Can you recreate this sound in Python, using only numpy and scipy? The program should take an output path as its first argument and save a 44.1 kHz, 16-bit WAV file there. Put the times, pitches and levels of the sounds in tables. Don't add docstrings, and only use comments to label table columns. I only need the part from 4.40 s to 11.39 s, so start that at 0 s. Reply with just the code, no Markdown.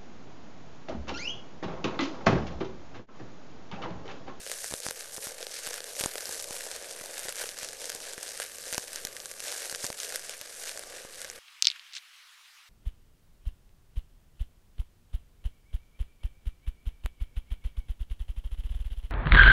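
import sys
import numpy as np
from scipy import signal
from scipy.fft import rfft, irfft, next_fast_len
from scipy.io import wavfile
from scipy.ndimage import uniform_filter1d

SR = 44100
rng = np.random.default_rng(int(sys.argv[2]) if len(sys.argv) > 2 else 0)


def transcribe(signal):
    frames = np.atleast_2d(signal).T
    limited = np.clip(frames, -1, 1)
    pcm = np.round(limited * 32767).astype(np.int16)
    wavfile.write(sys.argv[1], SR, pcm)


def amplitude_ratio(level_db):
    exponent = np.asarray(level_db, float) / 20
    return 10 ** exponent


N = 308259
LEAD = 128


def unit(x):
    return x / np.sqrt(np.mean(x ** 2))


def colour(x, points):
    hz, db = np.transpose(points)
    size = next_fast_len(N + 4096)
    log_hz = np.log(np.arange(size // 2 + 1) * SR / size + 1e-9)
    gain = amplitude_ratio(np.interp(log_hz, np.log(hz), db))
    return irfft(rfft(x, size) * gain, size)[:N]


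def ring(x, modes):
    return sum(amplitude_ratio(db) * signal.lfilter(*signal.iirpeak(hz, hz / width, SR), x) for hz, width, db in modes)


def fade(x, ms):
    return signal.lfilter([1], [1, -np.exp(-1000 / (ms * SR))], x)


def walk(rate):
    hold = int(SR / rate)
    steps = np.repeat(rng.standard_normal(N // hold + 1), hold)
    slewed = uniform_filter1d(uniform_filter1d(steps, hold), hold)
    return unit(slewed[:N])


def place(times, shapes):
    out = np.zeros(N + shapes.shape[1])
    starts = (times * SR).astype(int)[:, None]
    np.add.at(out, starts + np.arange(shapes.shape[1]), shapes)
    return out[:N]


def below(x, hz):
    return signal.sosfiltfilt(signal.butter(2, hz, fs=SR, output="sos"), x)


# time in seconds, treble sizzle level in dB.
SIMMER = [
    (0, -44.5),
    (.95, -45.5),
    (2.0, -42.5),
    (2.6, -43),
    (3.15, -44.5),
    (3.7, -43.5),
    (4.8, -45),
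    (5.9, -45),
    (6.99, -46.5),
]
# middle in seconds, length in seconds, rise in dB,
# lean to the middle in dB.
FAT_DRIPS = [(0.252, .3, 4.5, 1), (.46, .06, 5, 0.5), (0.597, .06, 3, -2.5), (0.749, .08, 4, -3),
             (0.854, .07, 7.5, -1.5), (1.154, .08, 6.5, -1), (1.268, .07, 7, 0), (1.352, .07, 5.5, 1.5),
             (1.619, .12, 7.5, -4), (1.86, 0.09, 4, 0.5), (1.949, .12, 5.5, 0.5), (2.15, .07, 3, 1.5),
             (2.243, .06, 2.5, -3), (2.33, .06, 2, -0.5), (2.82, .14, 5.5, 2), (2.904, .06, 6, -1.5),
             (3.02, .14, 6, 0.5), (3.222, .08, 3, 2.5), (3.481, .14, 5.5, 0), (3.892, .08, 4.5, -3.5),
             (4.018, .09, 4.5, 0), (4.303, .16, 6.5, -0.5), (4.532, .16, 4.5, 2.5), (5.162, .3, 6.5, 4),
             (5.443, .07, 9, 0), (5.619, .07, 8, 1.5), (5.722, .12, 5, 1.5), (5.913, .08, 3, 2),
             (6.288, .12, 6, 1.5), (6.815, .1, 4, 3)]


def boiling():
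    t = np.arange(0, N + 64, 64) / SR
    middle_s, length_s, rise_db, lean_db = np.transpose(FAT_DRIPS)[:, :, None]
    shape = np.exp(-np.abs(2 * (t - middle_s) / length_s) ** 2.2)
    added_power = np.sum((amplitude_ratio(rise_db) ** 2 - 1) * shape, axis=0)
    flare_db = 10 * np.log10(1 + np.maximum(added_power, 0))
    simmer_db = np.interp(t, *np.transpose(SIMMER))
    slow = simmer_db, flare_db, np.sum(lean_db * shape, axis=0)
    return [np.interp(np.arange(N) / SR, t, db) for db in slow]


# frequency in Hz, level in dB per Hz.
BURST_COLOUR = [(700, -26), (1000, -12), (1330, -7), (1630, -.5), (1900, -3), (3100, -5), (6000, 0),
                (7300, -1), (8900, 0), (11200, -5), (13300, -10)]
# frequency in Hz, width in Hz, level in dB.
FIRE_BOX = [
    (501, 150, -14),
    (710, 1050, -22.5),
    (1540, 420, -6),
    (2880, 240, -14),
]


def voices():
    click = (np.arange(N) == LEAD) * 1.
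    direct = colour(click, BURST_COLOUR)
    lows = [below(direct, hz) for hz in (3500, 5300, 7600, 10500)] + [direct]
    hum = ring(ring(click, FIRE_BOX[:2]), [(602, 380, 0)])
    middle = lows[0] + amplitude_ratio(-8) * ring(click, FIRE_BOX[2:])
    return np.array([hum, middle, *np.diff(lows, axis=0)])[:, :8 * LEAD]


def sizzle(rate=900, spread_db=2.0, cap_db=10, steam_db=-1.5, own_db=7):
    simmer_db, flare_db, lean_db = boiling()
    treble_db = simmer_db + flare_db
    middle_db = -6 + (0.72 - 1) * flare_db + lean_db
    slow_flare_db = uniform_filter1d(flare_db, int(.08 * SR))
    hum_db = -7 + 0.56 * slow_flare_db - flare_db

    flutter = walk(30)
    chance = rng.random((2, N))
    born = chance[0] < rate / SR * amplitude_ratio(2.2 * flutter)
    size_db = np.minimum(-spread_db * np.log(chance[1] + 1e-9), cap_db)
    noise = rng.standard_normal(N)

    heard = voices()
    heard[2:] /= np.sqrt(np.sum(heard[2:].sum(axis=0) ** 2))
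    heard[:2] /= np.sqrt(np.sum(heard[:2] ** 2, axis=1, keepdims=True))
    levels = [treble_db + hum_db - 3.5, treble_db + middle_db - 2.5] + [treble_db - 3] * 4
    out = 0
    for voice, db in zip(heard, levels):
        bursts = born * amplitude_ratio(size_db + own_db * rng.standard_normal(N).clip(-2, 1.5))
        gate = unit(unit(fade(bursts, .55)) + amplitude_ratio(steam_db))
        patchy_db = 1.2 * walk(3) + 1.6 * walk(9) + 1.1 * walk(25)
        level_db = db + 0.38 * flutter + patchy_db
        out = out + signal.oaconvolve(noise * gate, voice)[LEAD:N + LEAD] * amplitude_ratio(level_db)
    return out


# frequency in Hz, level in dB per Hz.
RUMBLE = [
    (12, -19),
    (20, 11),
    (75, 0),
    (285, -1.5),
    (555, 9),
    (912, -21),
    (1200, 6.5),
    (1560, -57),
    (2640, -120),
]


def air():
    swell, pressure = walk(8), walk(9)
    rumble = unit(colour(rng.standard_normal(N), RUMBLE))
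    return rumble * amplitude_ratio(-60 + 2.0 * swell) + amplitude_ratio(-60.5) * pressure


def burst(events, crack_ms=.3, tail_ms=2.2, tail_db=-15, lean_db=3.0, own_db=4.0):
    s, top_db, middle_db, hum_db = np.transpose(events)
    ms = np.arange(400) * 1000 / SR
    noise = rng.standard_normal((len(s), 405))
    envelope = np.exp(-ms / crack_ms) + amplitude_ratio(tail_db) * np.exp(-ms / tail_ms)
    spray = noise[:, 5:] * envelope
    hum, middle, dull, clear, bright, fine = (signal.fftconvolve(spray, v[None], axes=1) for v in voices())

    lean = amplitude_ratio(lean_db * np.tanh(noise[:, :1]))
    own = amplitude_ratio(own_db * np.tanh(noise[:, 1:5])).T[:, :, None]
    dull_side = own[0] * dull + own[1] * clear
    bright_side = own[2] * bright + own[3] * amplitude_ratio(-4) * fine
    treble = dull_side / lean + bright_side * lean

    out = 0
    for sound, db in [(hum, top_db + hum_db - 5), (middle, top_db + middle_db - 5), (treble, top_db - 1)]:
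        peak = np.sqrt(uniform_filter1d(sound ** 2, size=40, axis=1).max(axis=1))
        out = out + sound * (amplitude_ratio(db) / peak)[:, None]
    return place(np.maximum(s - LEAD / SR, 0), out)


def stray_droplets(count=600, over_sizzle_db=2.5, spread_db=2):
    chance = rng.random((count, 4))
    simmer_db, flare_db, _ = boiling()
    busy = np.cumsum(amplitude_ratio(flare_db))
    at = np.searchsorted(busy / busy[-1], chance[:, 0]).clip(0, N - 1)
    level_db = (simmer_db + 0.43 * flare_db)[at] + over_sizzle_db
    size_db = level_db - spread_db * np.log(chance[:, 1] + 0.088)
    return burst(list(zip(at / SR, size_db, 2 - 18 * chance[:, 2], -8 - 18 * chance[:, 3])))


# start in seconds, peak in dB, box ring minus treble in dB.
BOX_PLOPS = [(0.0649, -34, 0), (0.0982, -32.5, -1), (0.2434, -30.5, -1.5), (1.0283, -31, -1),
             (1.0678, -31, -2), (1.2633, -33.6, -4), (1.311, -37, 5), (1.3321, -31.5, -9),
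             (1.405, -32.5, -1.5), (1.6453, -30.8, -6.6), (1.7556, -30, 3.5), (1.7811, -30.5, -2.5),
             (1.8838, -42, -25.2), (2.1655, -33, -4), (2.2079, -30.5, -7), (2.6122, -35, -0.5),
             (3.0015, -34, 1), (3.0387, -31, 1), (3.443, -34, 1.5), (3.6304, -42, -17),
             (3.7797, -33.5, -2.2), (4.3329, -29.5, -32.2), (4.7665, -32, -20), (5.3259, -31, -17),
             (5.5278, -31.5, -18), (5.5894, -37, -10), (5.703, -33, -6.4), (5.7236, -31, -10),
             (6.2935, -30.5, -12), (6.8462, -33, -6)]


def plops():
    return burst([(s, db, 3, box_db) for s, db, box_db in BOX_PLOPS])


# start in seconds, peak in dB.
LONE_DROPLETS = [(0.0744, -27), (0.6083, -26), (0.765, -24.5), (0.9825, -31), (1.1189, -33), (1.1419, -26),
                 (1.4421, -24), (2.0427, -23.5), (2.1295, -26.5), (2.152, -30), (2.2386, -28),
                 (2.3146, -22), (2.363, -24.5), (2.5106, -25.5), (2.5623, -27), (2.6594, -26.5),
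                 (2.74, -29), (3.0907, -22), (3.114, -29.5), (3.3317, -24), (3.7344, -23.5), (3.8913, -26),
                 (4.1844, -27), (4.6708, -23), (4.9144, -24), (5.297, -23), (5.7947, -26), (6.3752, -22),
                 (6.6488, -33.5), (6.9, -23)]


def lone_droplets():
    return burst([(s, db - 6, -3.5, -10) for s, db in LONE_DROPLETS])


# start in seconds, treble peak in dB, middle minus treble in dB,
# box ring minus treble in dB.
BIG_DROPS = [(0.116, -24.5, -1, -6.5), (0.3389, -24.5, -2, -5.8), (0.4655, -25.5, -1.5, -15),
             (0.5092, -25, -0.5, -3.5), (1.5993, -21, -8, -19), (1.6098, -23.5, 1, -17),
             (1.6134, -28, 2, -15.9), (1.6384, -21.7, -2, -15), (1.6598, -19, -9, -18),
             (1.8926, -29.5, -6, -11), (2.8848, -29.5, 5, -1), (2.9247, -29, -1.6, -18),
             (2.9568, -29, -17, -24.3), (3.5003, -26, -1, -10.3), (3.5494, -26.5, -10, -25),
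             (4.0002, -25.5, 2.4, -2), (4.0198, -30, 3.5, -25), (4.3272, -23, -2.9, -16.1),
             (4.3458, -24.5, -2, -5.5), (4.3531, -31.5, 1.7, -7), (4.38, -20.5, 1, -23),
             (4.559, -26, -6, -20.3), (4.6507, -21.5, -7, -20), (5.1246, -28, -2, -6),
             (5.3485, -28, 5, -13), (5.4436, -24.5, -7, -19), (5.466, -24, -12, -24.9),
             (5.5025, -30, 3, -10), (5.6327, -31, -2, -24.5), (5.7585, -21, -2.5, -13)]


def pops():
    return burst(list(BIG_DROPS))


# start in seconds, peak in dB.
COAL_CRACKS = [(0.261, -32), (0.3118, -30.5), (0.3234, -35), (0.4863, -26), (0.8706, -31), (1.2684, -27.5),
               (1.2743, -28), (1.3417, -26), (1.5948, -26), (1.6053, -31.7), (1.8071, -29), (1.9949, -31.6),
               (2.1084, -30.5), (2.8328, -31.7), (2.8656, -42), (2.9669, -30.5), (3.1878, -28.5),
               (3.2312, -29), (3.2463, -27.5), (3.2878, -30.5), (3.519, -31), (3.9756, -29.5),
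               (4.3383, -27.5), (4.5317, -29.5), (4.8576, -28), (5.0033, -28), (5.0392, -30), (5.6019, -26),
               (6.0134, -28), (6.8167, -28)]


def cracks():
    return burst([(s, db, -4, -13) for s, db in COAL_CRACKS])


# time in seconds, peak in dB, sign and strength (push +, pull -).
STEAM_PUFFS = [(0.3114, -33, -1.1), (0.3245, -23, 0.68), (0.3389, -23.5, -1.1), (0.4656, -22, -0.81),
               (0.487, -25.5, -0.82), (0.511, -35, 0.88), (0.7814, -29, 0.83), (0.8708, -28, 0.82),
               (1.274, -32, 0.88), (1.61, -24.5, 0.9), (1.6387, -22.5, -1), (1.66, -13, 0.66),
               (1.893, -29, 0.59), (2.109, -30, -1.14), (2.6135, -31.5, 0.91), (2.8548, -31.5, 0.81),
               (2.8842, -36, 0.83), (3.2312, -37, -1.3), (3.5514, -34, 0.75), (3.78, -30, -0.86),
               (4.328, -31, 1), (4.344, -35, 1), (4.3812, -25, -1.8), (4.651, -28, -0.94),
               (5.3269, -31.5, 0.9), (5.4431, -26, -1.16), (5.451, -30, -0.87), (5.503, -23, -0.76),
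               (6.013, -38, 1), (6.6506, -30, 0.74)]


def thumps(push_ms=0.4):
    s, db, sign = np.transpose(STEAM_PUFFS)
    ms = (np.arange(120) - 60) * 1000 / SR
    push = np.exp(-(2 * ms / push_ms) ** 2)
    return place(s - 60 / SR, push * (sign * amplitude_ratio(db + 2.0))[:, None])


# start in seconds, peak in dB.
SKIN_SPITS = [(0.4026, -29), (0.434, -31.5), (0.7726, -31), (1.1887, -33.5), (1.2885, -29), (1.3073, -29),
              (1.5917, -29.5), (1.856, -27), (1.9249, -28), (1.9991, -28.5), (2.0247, -28.1), (2.78, -28),
              (2.7933, -25.5), (2.892, -25), (3.025, -35), (3.4557, -28), (3.4958, -27.2), (3.8299, -27),
              (4.0377, -32), (4.244, -40), (4.802, -30.5), (5.0822, -28), (5.1183, -29.0), (5.3143, -27),
              (5.3592, -28), (5.4499, -25), (5.646, -33), (5.693, -29), (5.895, -28), (6.3936, -28.5)]


def spits():
    return burst([(s, db, -9.5, -10) for s, db in SKIN_SPITS])


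def scene():
    drops = stray_droplets() + plops() + lone_droplets() + pops() + cracks() + spits()
    return (sizzle() + air() + drops + thumps())[None]


def roll_off(x):
    return signal.sosfilt(signal.butter(12, 14540, fs=SR, output="sos"), x)


def record(dry):
    hiss = unit(np.diff(rng.standard_normal(N + 1))) * amplitude_ratio(-57)
    top_cut = signal.ellip(10, .2, 60, 13200, fs=SR, output="sos")
    mix = signal.sosfilt(top_cut, dry + hiss) - 0.00063
    return roll_off(mix)


dry = scene()
out = record(dry)
transcribe(out)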